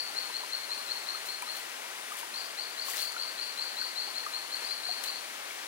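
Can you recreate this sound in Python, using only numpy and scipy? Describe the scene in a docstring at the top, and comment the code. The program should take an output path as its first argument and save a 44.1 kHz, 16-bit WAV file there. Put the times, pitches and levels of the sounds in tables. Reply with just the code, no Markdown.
"""A clearing in tropical forest. Distant insects merge into a steady hiss, and a small stream
rushes and plops as trapped air bubbles resonate. Someone on a ladder tugs at the leaf thatch
of a shelter: friction makes the leaves rustle, and their ribs snap. Two birds repeat short
rising chirps in runs, about five a second, and the trees scatter their calls."""
import sys
import numpy as np
from scipy import signal
from scipy.fft import rfft, irfft, next_fast_len
from scipy.io import wavfile
from scipy.ndimage import map_coordinates

SR = 44100
rng = np.random.default_rng(int(sys.argv[2]) if len(sys.argv) > 2 else 0)


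def pcm_store(signal):
    """Save signal as 16-bit PCM."""
    levels = np.round(np.clip(np.atleast_2d(signal), -1, 1) * 32767)
    wavfile.write(sys.argv[1], SR, levels.astype(np.int16).T)


N = 250047


def amp(db):
    """Amplitude ratio of a level in decibels."""
    return 10 ** (np.asarray(db) / 20)


def unit_rms(x):
    """Normalisation to rms 1."""
    return x / np.sqrt(np.mean(x ** 2) + 1e-20)


def along(points, hz):
    """Interpolation of (f/Hz, value) points on a logarithmic frequency axis."""
    f, value = np.transpose(points)
    return np.interp(np.log(hz + 1), np.log(f + 1), value)


def seconds(length):
    """Uniform sample times over a duration."""
    return np.arange(int(length * SR)) / SR


def add(track, onset, sound):
    """Superposition: a sound joins the track at its onset in seconds."""
    start = round(onset * SR)
    lo, hi = max(start, 0), min(start + sound.shape[-1], N)
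    if hi > lo:
        track[..., lo:hi] += sound[..., lo - start:hi - start]


def wobble(rate):
    """Random modulation: a smooth curve with rate knots a second."""
    return map_coordinates(rng.standard_normal(int(N * rate / SR) + 4), [np.arange(N) * rate / SR])


def filtered(x, response):
    """Linear filtering: the spectrum is multiplied by a frequency response."""
    size = next_fast_len(N + 8192)
    return irfft(rfft(x, size) * response(np.fft.rfftfreq(size, 1 / SR)), size)[..., :N]


# Likeness of the sound at the two ears: f/Hz, correlation coefficient
COHERENCE = [(60, .35), (130, 0.72), (500, 0.88), (1000, 0.83), (2000, 0.93), (4000, 0.25), (8000, 0.31),
             (15000, 0.18)]
def diffuse_noise(spectrum, envelope=1):
    """Partial coherence: coloured noise reaches both ears, most alike in the mid range."""
    def response(hz):
        angle = np.arccos(np.clip(along(COHERENCE, hz), -1, 1)) / 2
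        return spectrum(hz) * np.array([np.cos(angle), np.sin(angle)])
    mid, side = filtered(envelope * rng.standard_normal((2, N)), response)
    return np.array([mid + side, mid - side])


# Bands of the insect choruses: f/Hz, bandwidth/Hz, level/dB
CHORUS_BANDS = [(9420, 1500, 2), (10780, 240, 3.5)]
def insects(level_db, waver_db):
    """Incoherent summation: distant choruses merge into narrow bands of hiss."""
    bands = lambda f: sum(amp(db) / (1 + (2 * (f - hz) / width) ** 2) for hz, width, db in CHORUS_BANDS)
    return unit_rms(diffuse_noise(bands)) * amp(level_db + waver_db * wobble(3.41))


def bubble(hz, t60, rise=0.11, attack_s=0.001):
    """Damped oscillation: trapped air rings, and sharpens a little as it nears the surface."""
    t = seconds(.1)
    envelope = amp(-60 * t / t60) * (1 - np.exp(-t / attack_s))
    return envelope * np.sin(2 * np.pi * hz * t * (1 + rise * t / t60 / 2))


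# Spectrum of the rushing water: f/Hz, level/dB
RUSH_SPECTRUM = [(15, -34), (50, -33), (90, -31), (140, -26), (220, -14.5), (380, -6), (490, -5), (700, -2),
                 (1300, -2), (2000, -0.95), (3300, -5), (5200, -9), (7500, -12), (11000, -14), (12500, -17),
                 (15500, -19)]
# The biggest bubbles: t/s, level/dB, f/Hz
BIG_BUBBLES = [(0.299, -34.5, 983), (0.434, -34, 972), (1.147, -32.5, 1264), (1.422, -30, 2320),
               (1.427, -31.5, 966), (1.476, -33.5, 1210), (2.118, -31.5, 1204), (2.231, -34.5, 925),
               (2.883, -32.5, 1080), (2.936, -28, 1890), (3.165, -28.5, 1390), (3.819, -30, 1490),
               (4.264, -27, 1200), (4.89, -31, 710), (5.508, -31, 2230)]
def stream(rush_db, flutter_db, count, babble_db, range_db, babble_hz, octaves, cycles,
           plop_db, plop_cycles):
    """Bubble resonance over a broadband rush: at constant Q, the lower a bubble, the longer it rings."""
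    rush = unit_rms(diffuse_noise(lambda hz: amp(along(RUSH_SPECTRUM, hz))))
    bubbles = np.zeros(N)
    for when, height, strength in rng.random((count, 3)):
        hz = babble_hz * 2 ** (octaves * (2 * height - 1))
        gain = amp(babble_db + range_db * strength ** 2)  # most bubbles are faint
        add(bubbles, when * N / SR, gain * bubble(hz, t60=cycles / hz))
    for onset, db, hz in BIG_BUBBLES:
        add(bubbles, onset, amp(db + plop_db) * bubble(hz, t60=plop_cycles / hz))
    return rush * amp(rush_db + flutter_db * wobble(8)) + bubbles


# Tugs at the thatch: t/s, rise time/s, hiss level/dB, crunch level/dB
THATCH_TUGS = [(1.243, .02, -38, -59), (1.521, .048, -38.5, -58), (2.08, 0.044, -41, -55),
               (2.17, .02, -38.5, -45), (2.84, 0.061, -30, -43), (2.925, 0.054, -32, -37.5),
               (3.005, 0.025, -39, -52), (5.033, 0.0055, -32.5, -42)]
# Spectra of sliding leaves and of crushed fronds: f/Hz, level/dB
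SLIDE_SPECTRUM = [(200, -46), (600, 3), (1500, -11), (3000, -4.5), (6000, -2.5), (10000, -0.5),
                  (15500, -2.5)]
CRUSH_SPECTRUM = [(150, -20), (500, -10), (1500, 7), (3000, 11.5), (6000, 5), (15000, -28)]
def thatch_rustle(level_db, crackle_db, settle_t60):
    """Friction noise: dry leaves crackle as they slide, crunch when pulled hard and come to rest."""
    force = np.zeros((2, N))
    t = seconds(.4)
    for onset, rise, hiss_db, crunch_db in THATCH_TUGS:
        stroke = np.minimum(t / rise, 1) * amp(-60 * np.maximum(t - rise, 0) / settle_t60)
        add(force, onset, amp([[hiss_db], [crunch_db]]) * stroke)
    crackle = unit_rms(amp(crackle_db * wobble(600)))
    slide, crush = amp(level_db) * force * crackle
    hiss = diffuse_noise(lambda hz: amp(along(SLIDE_SPECTRUM, hz)), slide)
    crunch = diffuse_noise(lambda hz: amp(along(CRUSH_SPECTRUM, hz)), crush)
    return hiss + crunch


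# Leaf ribs that break: t/s, level/dB, f/Hz
RIB_BREAKS = [(1.4217, -28.5, 10000), (2.1695, -28.5, 10010), (2.1884, -31, 10100), (2.8834, -32, 8090),
              (3.022, -30, 10600), (3.1203, -28.5, 6870), (5.037, -27, 8580)]
def rib_snaps(level_db, t60, width_hz, attack_s=0.0003):
    """Transient excitation: each snapping rib sounds one broad, quickly damped resonance."""
    snaps = np.zeros((2, N))
    t = seconds(.4)
    envelope = amp(-60 * t / t60) * (1 - np.exp(-t / attack_s))
    for onset, db, hz in RIB_BREAKS:
        resonance = signal.iirpeak(hz, hz / width_hz, SR)
        band = signal.lfilter(*resonance, rng.standard_normal((2, len(t))))
        crack = unit_rms(signal.lfilter(*resonance, band))
        add(snaps, onset, amp(db + level_db) * crack * envelope)
    return snaps


def trees(call, wet_db, t60=.53, build_s=0.024, coherence=0.29):
    """Multiple scattering: trunks and leaves add a tail to the direct call, on new paths each time."""
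    t = seconds(.5)
    paths = rng.standard_normal((3, len(t))) * amp(-60 * t / t60) * (1 - np.exp(-t / build_s))
    paths /= np.linalg.norm(paths[0])
    response = amp(wet_db) * (np.sqrt(coherence) * paths[0] + np.sqrt(1 - coherence) * paths[1:])
    response[:, 0] += 1  # direct sound
    return signal.fftconvolve(call[None], response, axes=1)


def phrases(runs, pace, sag_hz_per_s, hurry_db):
    """Pulse trains of (t/s, level/dB, offset/Hz): pitch sags; level gains hurry_db per doubled pace."""
    clock, periods = np.transpose(pace)
    chirps = []
    for start, end, db, offset_hz, lift_hz in runs:
        onset, period = start, np.interp(start, clock, periods)
        while onset < end:
            effort_db = hurry_db * np.log2(np.median(periods) / period)
            shift_hz = offset_hz + lift_hz * (onset == start) - sag_hz_per_s * (onset - start)
            chirps.append((onset, db + effort_db, shift_hz))
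            period = np.interp(onset, clock, periods)
            onset += period
    return chirps


def bird(chirps, pips, level_db, wet_db, slide_hz, jitter_hz, uneven_db):
    """Frequency modulation: a chirp climbs through gliding pips that vary from call to call."""
    song = np.zeros((2, N))
    lead_in = .05
    t = seconds(.12) - lead_in
    for onset, db, offset_hz in chirps:
        call = np.zeros(len(t))
        for centre, length, hz, pip_db in pips:
            detune, strength, phase = rng.standard_normal(3)
            position = np.clip((t - centre) / length, -.5, .5)
            pitch = hz + offset_hz + jitter_hz * detune + slide_hz * position
            envelope = amp(db + level_db + pip_db + uneven_db * strength) * np.cos(np.pi * position) ** 2
            call += envelope * np.sin(2 * np.pi * (np.cumsum(pitch) / SR + phase))
        add(song, onset - lead_in, trees(call, wet_db))
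    return song


# Pips of one chirp: t/s from its swell, duration/s, f/Hz, level/dB
LOW_BIRD_PIPS = [(-.031, 0.015, 4030, -14), (-.02, 0.016, 4120, -10.5), (-.011, 0.013, 4270, -4.5),
                 (-.002, 0.01, 4236, -5.5), (.005, 0.01, 4350, -2.5), (0.018, 0.021, 4450, -13.5),
                 (0.028, 0.025, 4490, -15.5)]
HIGH_BIRD_PIPS = [(-.018, 0.016, 4093, -6), (-.008, 0.01, 4220, -6.5), (0, .012, 4336, -1.5),
                  (.015, 0.014, 4476, -4), (.025, .015, 4650, -5), (.038, 0.02, 4700, -10.5)]
# Runs of chirps: start t/s, end t/s, level/dB, pitch offset/Hz, lift of the opening chirp/Hz
LOW_BIRD_RUNS = [(.002, 1.6, -24.5, 6.2, 120), (3.025, 5.19, -25, 16.8, 0.5)]
HIGH_BIRD_RUNS = [(2.362, 4.08, -24, 12, 75), (4.65, 5.16, -26, -48.5, 126.5)]
# Pace of the chirps: t/s, period/s
LOW_BIRD_PACE = [(0, .18), (.9, .186), (1.1, .2), (3.0, .203), (4.0, .182), (4.55, .181), (4.9, .19)]
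HIGH_BIRD_PACE = [(2.36, .235), (2.6, .201), (3.2, .2), (3.8, .191), (4.65, .205)]
def two_birds():
    """Independent sources: two birds, one slightly higher, each keep their own pace."""
    low_chirps = phrases(LOW_BIRD_RUNS, LOW_BIRD_PACE, sag_hz_per_s=11.0, hurry_db=23)
    high_chirps = phrases(HIGH_BIRD_RUNS, HIGH_BIRD_PACE, sag_hz_per_s=30.8, hurry_db=2.5)
    low = bird(low_chirps, LOW_BIRD_PIPS, level_db=-1.57, wet_db=-2.0,
               slide_hz=-89.5, jitter_hz=18.34, uneven_db=1.5)
    high = bird(high_chirps, HIGH_BIRD_PIPS, level_db=-5.5, wet_db=.5,
                slide_hz=60.4, jitter_hz=22.05, uneven_db=1.0)
    return low + high


def scene():
    """Linear superposition: the pressures of insects, stream, thatch and birds add."""
    water = stream(rush_db=-41.5, flutter_db=0.48, count=260, babble_db=-49, range_db=15,
                   babble_hz=1454, octaves=0.95, cycles=37, plop_db=2.5, plop_cycles=47)
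    birds = two_birds()
    snaps = rib_snaps(level_db=-4.5, t60=0.016, width_hz=6200)
    rustle = thatch_rustle(level_db=-3.5, crackle_db=3.1, settle_t60=0.29)
    return insects(level_db=-58, waver_db=2.0) + water + rustle + snaps + birds


# Left microphone relative to right: f/Hz, level/dB
LEFT_LEVEL = [(60, -1.0), (110, 1), (200, 1.5), (380, 1.5), (700, 1), (1290, 4.5), (2380, 5), (4400, 9.5),
              (8120, 9.5), (15000, 9.5)]
# Phase of left relative to right: f/Hz, phase/rad
LEFT_PHASE = [(60, -.1), (130, -0.082), (290, -1.25), (600, -1.725), (2500, -1.47), (4400, -1.83),
              (10000, -1.6)]
def record(dry, cutoff_hz=15830):
    """Channel imbalance: the band-limited microphone pair is duller on the right and out of phase."""
    left = lambda hz: amp(along(LEFT_LEVEL, hz) / 2) * np.exp(1j * along(LEFT_PHASE, hz) / 2)
    return filtered(dry, lambda hz: np.array([left(hz), 1 / left(hz)]) * (hz < cutoff_hz))


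dry = scene()
out = record(dry)
pcm_store(out)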